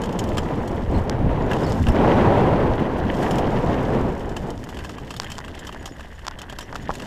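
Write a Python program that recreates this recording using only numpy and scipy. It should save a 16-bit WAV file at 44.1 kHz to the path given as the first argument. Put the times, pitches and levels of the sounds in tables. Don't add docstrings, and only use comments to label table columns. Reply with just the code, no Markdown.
import sys
import numpy as np
from scipy import signal
from scipy.fft import rfft, irfft, next_fast_len
from scipy.io import wavfile
from scipy.ndimage import uniform_filter1d

SR = 44100
rng = np.random.default_rng(int(sys.argv[2]) if len(sys.argv) > 2 else 0)


def rack_gain(trim_db):
    fader = np.asarray(trim_db, float)
    return 10 ** (fader / 20)


def to_wav(sig):
    pcm = np.clip(np.atleast_2d(sig), -1, 1) * 32767
    pcm = np.round(pcm).astype(np.int16)
    wavfile.write(sys.argv[1], SR, pcm.T)


N = 311346


def walk(rate_hz):
    hold = int(SR / rate_hz)
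    steps = np.repeat(rng.standard_normal(N // hold + 1), hold)
    return 0.96 * uniform_filter1d(uniform_filter1d(steps, hold), hold)[:N]


def unit(x):
    return x / np.sqrt(np.mean(x ** 2))


def colour(x, spectrum):
    size = next_fast_len(N)
    freq_hz, gain_db = np.transpose(spectrum)
    bin_hz = np.maximum(np.arange(size // 2 + 1) * SR / size, 1)
    gain = rack_gain(np.interp(np.log(bin_hz), np.log(freq_hz), gain_db))
    return unit(irfft(rfft(x, size) * gain, size)[:N])


def grit(rate_hz, spread_db):
    draw = rng.random((N, 3))
    size = rack_gain(-spread_db * np.log(1 - draw[:, 1])) * np.sign(draw[:, 2] - 0.5)
    return unit(size * (draw[:, 0] < rate_hz / SR))


def flurries(rate_hz, spread_db, t60_s):
    decay = rack_gain(-60 / (t60_s * SR))
    return signal.lfilter([1], [1, -decay], np.abs(grit(rate_hz, spread_db)))


def ring(modes, scatter_db):
    freq_hz, level_db, t60_s = np.transpose(modes)[:, :, None]
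    luck = rng.standard_normal((2, len(modes), 1))
    t = np.arange(1024) / SR
    envelope = rack_gain(level_db + scatter_db * luck[0] - 60 * t / t60_s)
    return np.sum(envelope * np.sin(2 * np.pi * freq_hz * (1 + 0.022 * luck[1]) * t), axis=0)


def add(out, start_s, sound, peak_db):
    i = int(start_s * SR)
    sound = sound[:N - i]
    out[i:i + len(sound)] += sound * rack_gain(peak_db) / np.max(np.abs(sound))


def curve(table):
    time_s, level_db = np.transpose(table)
    return np.interp(np.arange(N) / SR, time_s, level_db)


def bumps(rows):
    t = np.arange(N) / SR
    return sum(change_db * np.exp(-((t - centre_s) / length_s) ** 2) for centre_s, change_db, length_s in rows)


# time_s, roar_db
AIRFLOW = [(0.0, -25.5), (0.6, -24.5), (0.96, -26.5), (1.1, -24), (1.4, -22), (1.8, -22.5), (2.0, -13.5),
           (2.27, -14.5), (2.6, -17.5), (2.8, -21), (3.02, -23), (3.27, -20), (3.52, -20.5), (4.07, -22),
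           (4.15, -27), (4.52, -32), (4.62, -35.5), (5.62, -41), (6.2, -48.5), (6.86, -37), (7.06, -37)]
# centre_s, rise_db (of the buffeting), length_s
EDDY_THUMPS = [(.37, 5, 0.1), (.95, 10, 0.078), (1.25, 10, 0.099), (1.82, 9.5, 0.1), (1.91, 9.5, 0.015),
               (2.72, 4.5, 0.035), (3.06, 13, 0.022), (4.03, 5.5, 0.094), (6.86, 3.5, 0.073)]
# centre_s, change_db, length_s
ROAR_GUSTS = [(.85, -5, 0.036), (.96, 6.5, 0.038), (1.842, -11.5, 0.029), (1.92, -6, 0.027),
              (4.035, 1.5, 0.04), (4.49, 6, 0.021)]
# freq_hz, gain_db
BUFFET_SPECTRUM = [(15, 2), (25, 10), (45, 6), (85, 9), (150, 2), (280, -0.5), (600, -59.5)]
# freq_hz, gain_db
ROAR_SPECTRUM = [(71, -14), (120, -1.5), (420, -4), (682, -8), (1000, -11.5), (1180, -18.5), (2800, -33),
                 (4740, -46), (10900, -62), (15000, -61)]
BUFFET_AT_0_DB, BUFFET_DB_PER_DB = -14, 0.62
DARKEN_HZ, DARKEN_DB_PER_DB, FULL_ROAR_DB = 407, 0.15, -17.5


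def wind():
    flow_db = curve(AIRFLOW)
    buffet_db = BUFFET_AT_0_DB + BUFFET_DB_PER_DB * flow_db + bumps(EDDY_THUMPS)
    roar_db = flow_db + bumps(ROAR_GUSTS)
    buffet = colour(rng.standard_normal(N) * rack_gain(1.3 * walk(25)), BUFFET_SPECTRUM)
    eddies = rng.standard_normal(N) * rack_gain(1.19 * walk(40) + 1.4 * walk(150))
    roar = colour(eddies, ROAR_SPECTRUM)
    low = signal.sosfiltfilt(signal.butter(1, DARKEN_HZ, fs=SR, output="sos"), roar)
    roar = low + rack_gain(DARKEN_DB_PER_DB * (roar_db - FULL_ROAR_DB)) * (roar - low)
    return rack_gain(buffet_db) * buffet + rack_gain(roar_db) * roar


# freq_hz, gain_db
SHUDDER_SPECTRUM = [(25, 0.5), (75, 2), (140, -48)]


def shudder():
    return rack_gain(-42.5) * colour(rng.standard_normal(N), SHUDDER_SPECTRUM)


# time_s, crunch_db
TYRE_LOAD = [(0.0, -45.5), (0.51, -43), (1.32, -44.5), (1.53, -34), (1.75, -44), (1.95, -37.5),
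             (2.22, -35.5), (2.71, -41), (3.28, -36.5), (3.85, -38), (4.11, -47), (5.76, -43),
             (6.15, -47.5), (6.45, -42), (6.61, -46.5), (7.06, -40.5)]
# freq_hz, gain_db
TYRE_SPECTRUM = [(88, -34), (150, -9), (866, -2.5), (1350, -10), (1650, -1.5), (2000, -3.5), (2270, -15),
                 (3090, -9.5), (3970, -22.5), (6300, -29), (8920, -39), (12100, -39), (15000, -38)]


def tyres():
    out, common = 0, rack_gain(2.0 * walk(50))
    for centre_hz in 150 * 2. ** np.arange(7):
        spurts = 1 + 0.14 * flurries(120, 1.5, 0.025)
        grains = 0.4 * rng.standard_normal(N) + 0.9 * grit(900, 3)
        crunch = grains * spurts * rack_gain(3 * walk(35))
        edges_hz = [centre_hz / np.sqrt(2), centre_hz * np.sqrt(2)]
        out = out + signal.sosfilt(signal.butter(2, edges_hz, "band", fs=SR, output="sos"), crunch)
    return rack_gain(curve(TYRE_LOAD)) * colour(out * common, TYRE_SPECTRUM)


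# time_s, jingle_db
CHAIN_SHAKE = [(0.0, -58), (0.51, -53), (1.02, -57.5), (1.32, -99), (1.53, -52), (1.69, -43.5), (2.22, -66),
               (2.91, -78), (3.17, -45), (3.4, -57), (3.52, -51.5), (4.11, -55.5), (5.29, -53), (5.5, -59),
               (6.15, -56), (6.45, -71), (6.61, -62), (7.06, -49.5)]
# freq_hz, level_db, t60_s
LINK_MODES = [(3147, 8.5, 0.023), (3680, 7, 0.0039), (4360, -0.5, 0.0077), (5260, -4, 0.012),
              (5840, -4, 0.016), (6760, 3, 0.0077), (7780, -3, 0.013), (9330, -5, 0.012),
              (12500, -23, 0.0089)]
# freq_hz, level_db, t60_s
CRACK_MODES = [(3545, -2, 0.0093), (5210, 14, 0.0015), (6960, 6, 0.002), (11570, 3, 0.0011)]


def jingle():
    out = 0
    for _ in range(6):
        bursts = (1 + 0.3 * flurries(60, 1.5, 0.035)) * rack_gain(2.5 * walk(12))
        ticks = (grit(1500, 2.8) + 0.5 * rng.standard_normal(N)) * bursts
        metal = ring(LINK_MODES, 2.6) + 2.3 * ring(CRACK_MODES, 4.6)
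        out = out + unit(signal.fftconvolve(ticks, metal)[:N])
    return rack_gain(curve(CHAIN_SHAKE)) * unit(out)


# start_s, peak_db, knock_db (frame knock re peak_db)
CHAIN_SLAPS = [(0.0157, -29, -9), (0.0354, -26, 6.5), (0.0554, -28, -5), (0.0907, -35.5, 13.5),
               (0.1246, -30, -3), (0.189, -17.5, -15), (0.2384, -25.5, -17), (0.272, -39, -15),
               (0.288, -26.5, -18), (0.37, -25, 7), (0.38, -16, 1), (0.6749, -31, -9), (1.5125, -31.5, 15),
               (1.5314, -25, 7.5), (1.5643, -30.5, 8), (1.604, -35, 0), (1.628, -41, 0),
               (1.867, -32.5, 15.5), (1.8846, -24.5, 3), (3.1438, -35, 0), (3.227, -31, 8),
               (3.3085, -22.5, 0), (3.355, -28, -10), (3.382, -24, 6), (4.291, -33.5, 1),
               (4.3645, -25.5, 4.5), (4.502, -26.5, -12), (4.6387, -24, -7), (4.6883, -31, 3),
               (4.7436, -37, 8), (4.769, -31, 5), (4.788, -31.5, 5.5), (4.845, -28, 4), (4.892, -27, -2.5),
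               (4.9814, -34, 7.5), (5.105, -27, 6), (5.1388, -28, 2), (5.1632, -25.5, -9),
               (5.217, -30.5, 1), (5.2428, -27, 1.5), (5.3005, -27, -7), (5.317, -22.5, -5),
               (5.351, -30, -14), (5.4454, -33.5, 5), (5.4795, -34, 6.5), (5.5488, -31, -3),
               (5.5902, -28, -13), (5.6478, -34, -11), (5.6675, -26, -5), (5.6906, -35, 13.5),
               (5.7246, -33, 5), (5.8256, -34, -8), (5.8556, -22, -2.5), (5.8744, -33, 5),
               (5.995, -39.5, 10), (6.006, -38, 10.5), (6.075, -49, 7), (6.19, -40, 7), (6.22, -54, 1),
               (6.2482, -36, 7), (6.3866, -26.5, -4), (6.4151, -26.5, -2), (6.4962, -26.5, 0),
               (6.5232, -32.5, 6), (6.5859, -23.5, 2.5), (6.6068, -26, -2), (6.625, -33, 3),
               (6.7544, -26.5, 7.5), (6.9368, -28, -5), (6.9517, -27, -2), (6.9985, -29.5, 5),
               (7.0194, -31.5, 1)]
# freq_hz, level_db, t60_s
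FRAME_MODES = [(1000, 2, 0.0083), (1237, 1, 0.0095), (1630, -3.5, 0.017), (2720, -0.5, 0.0071)]


def slaps():
    out = np.zeros(N)
    t = np.arange(5000) / SR
    for start_s, peak_db, knock_db in CHAIN_SLAPS:
        t60_s = 0.045 * np.exp(0.2 * rng.standard_normal())
        noise = rng.standard_normal((2, len(t)))
        contacts = noise * np.abs(noise) * np.minimum(t / 0.002, 1)
        metal = ring(LINK_MODES, 3.2) + 1.66 * ring(CRACK_MODES, 2.2)
        add(out, start_s, signal.fftconvolve(contacts[0] * rack_gain(-60 * t / t60_s), metal), peak_db)
        early = contacts[1] * rack_gain(-60 * t / (0.7 * t60_s))
        add(out, start_s, signal.fftconvolve(early, ring(FRAME_MODES, 2.5)), peak_db + knock_db)
    return out


# start_s, peak_db, pitch_hz
WHEEL_THUDS = [(.885, -13.5, 59.5), (0.956, -10, 68.4), (1.898, -3.5, 81), (5.812, -25, 395),
               (5.913, -26, 298), (6.731, -20.5, 1030), (6.893, -7.5, 740), (6.9042, -13, 960)]
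THUD_T60_CYCLES, BOUNCE_T60_CYCLES, BOUNCE_DB = 2.6, 30, 6


def thuds():
    out = np.zeros(N)
    for start_s, peak_db, pitch_hz in WHEEL_THUDS:
        cycles = np.arange(6000) * pitch_hz / SR
        swing = np.sin(2 * np.pi * cycles) * np.tanh(cycles) * rack_gain(-60 * cycles / THUD_T60_CYCLES)
        bounce_env = rack_gain(BOUNCE_DB - 60 * cycles / BOUNCE_T60_CYCLES)
        pushes = rng.standard_normal(len(cycles)) * pitch_hz / SR * bounce_env
        bounces = signal.fftconvolve(swing, pushes)[:len(swing)]
        add(out, start_s, swing + bounces * (pitch_hz > 200), peak_db)
    return out


def sing(rows, waver):
    out = np.zeros(N)
    for start_s, length_s, pitch_hz, peak_db in rows:
        t = np.arange(int(length_s * SR)) / SR
        drift = unit(uniform_filter1d(rng.standard_normal(4000), 120))[:len(t)]
        fade = np.exp(-t / length_s) * np.minimum((length_s - t) / 0.006, 1)
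        shape = np.minimum(t / 0.0013, 1) * fade
        phase = 2 * np.pi * pitch_hz * np.cumsum(1 + waver * drift) / SR
        add(out, start_s, shape * np.sin(phase), peak_db)
    return out


# start_s, length_s, pitch_hz, peak_db
RUB_CHIRPS = [(.938, .05, 8000, -57), (.945, .04, 4250, -44), (1.638, 0.024, 5100, -38),
              (1.66, .04, 4600, -42), (1.705, .016, 5300, -40), (1.897, 0.018, 5300, -40),
              (5.89, 0.023, 5340, -49), (6.112, .035, 2050, -48), (6.617, .037, 5840, -46)]


def chirps():
    return sing(RUB_CHIRPS, 0.04)


# start_s, crack_peak_db, knock_db (hollow knock re crack)
MOUNT_SNAPS = [(1.096, -8.5, -11), (1.721, -16, -7), (1.728, -22, -13), (1.8188, -33, 5),
               (4.577, -26.5, -20), (5.199, -3.5, -12.5), (5.233, -21, -7), (5.382, -15.5, -7.5),
               (5.3882, -18.5, -3), (5.403, -28, 2), (5.7464, -29, 3), (6.267, -13.5, -8),
               (6.2783, -21, -2), (6.2813, -7, -9), (6.3106, -24.5, -1.5), (6.7267, -26, 4.5),
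               (6.747, -26, -5), (6.761, -18, -10), (6.897, -31, 6), (6.905, -25, 9), (6.9128, -23, -7)]
# freq_hz, level_db, t60_s
CASE_MODES = [(860, -4, 0.03), (1030, 6.5, 0.014), (1370, 0, 0.013), (1660, -6.5, 0.013),
              (2190, -20, 0.0068)]


def snaps():
    out = np.zeros(N)
    t = np.arange(900) / SR - 0.0008
    blow = -np.exp(-0.5 * (t / 0.00002) ** 2)
    push = t / 0.00012 * np.exp(-0.5 * (t / 0.00012) ** 2)
    for start_s, crack_peak_db, knock_db in MOUNT_SNAPS:
        chatter = rng.standard_normal((2, len(t))) * rack_gain(-60 * t / 0.013) * (t > 0)
        crack = np.convolve(blow + 0.042 * chatter[0], ring(CRACK_MODES, 2.5))
        knock = np.convolve(push + 0.3 * chatter[1], ring(CASE_MODES, 3.0))
        add(out, start_s, crack, crack_peak_db)
        add(out, start_s, knock, crack_peak_db + knock_db)
    return out


# start_s, length_s, peak_db
DISC_SQUEAKS = [(1.418, .065, -57), (5.794, .03, -53), (5.92, 0.032, -51), (6.15, .02, -55),
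                (6.81, .05, -55)]
DISC_HZ = 6880


def disc():
    rows = [(start_s, length_s, DISC_HZ, peak_db) for start_s, length_s, peak_db in DISC_SQUEAKS]
    return sing(rows, 0.003)


# start_s, length_s, level_db
GRASS_BRUSHES = [(3.14, 0.29, -54.5)]
# freq_hz, gain_db
GRASS_SPECTRUM = [(2500, -30), (5000, 4), (7500, -2), (9500, -7), (12000, -2), (14000, -10)]


def grass():
    t = np.arange(N) / SR
    shape = 0
    for start_s, length_s, level_db in GRASS_BRUSHES:
        rise = np.clip((t - start_s) / 0.011, 0, 1)
        fall = np.clip((start_s + length_s - t) / 0.029, 0, 1)
        shape = shape + rack_gain(level_db) * rise * fall
    stalks = (rng.standard_normal(N) + 0.77 * grit(3000, 2.2)) * rack_gain(1.9 * walk(60))
    return shape * colour(stalks, GRASS_SPECTRUM)


def scene():
    air = wind()
    frame = shudder()
    chain = jingle() + slaps()
    rubs = disc() + chirps()
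    return (air + tyres() + chain + snaps() + rubs + grass() + thuds() + frame)[None]


def low_pass(x):
    return signal.sosfilt(signal.butter(12, 15940, fs=SR, output="sos"), x)


def record(dry):
    ceiling, top_hz = 0.65, 15600
    dull = signal.sosfilt(signal.butter(4, 13500, fs=SR, output="sos"), dry)
    rounded = ceiling * np.tanh(dull / ceiling)
    cut = signal.sosfilt(signal.ellip(8, 0.2, 50, top_hz, fs=SR, output="sos"), rounded)
    return low_pass(cut)


dry = scene()
out = record(dry)
to_wav(out)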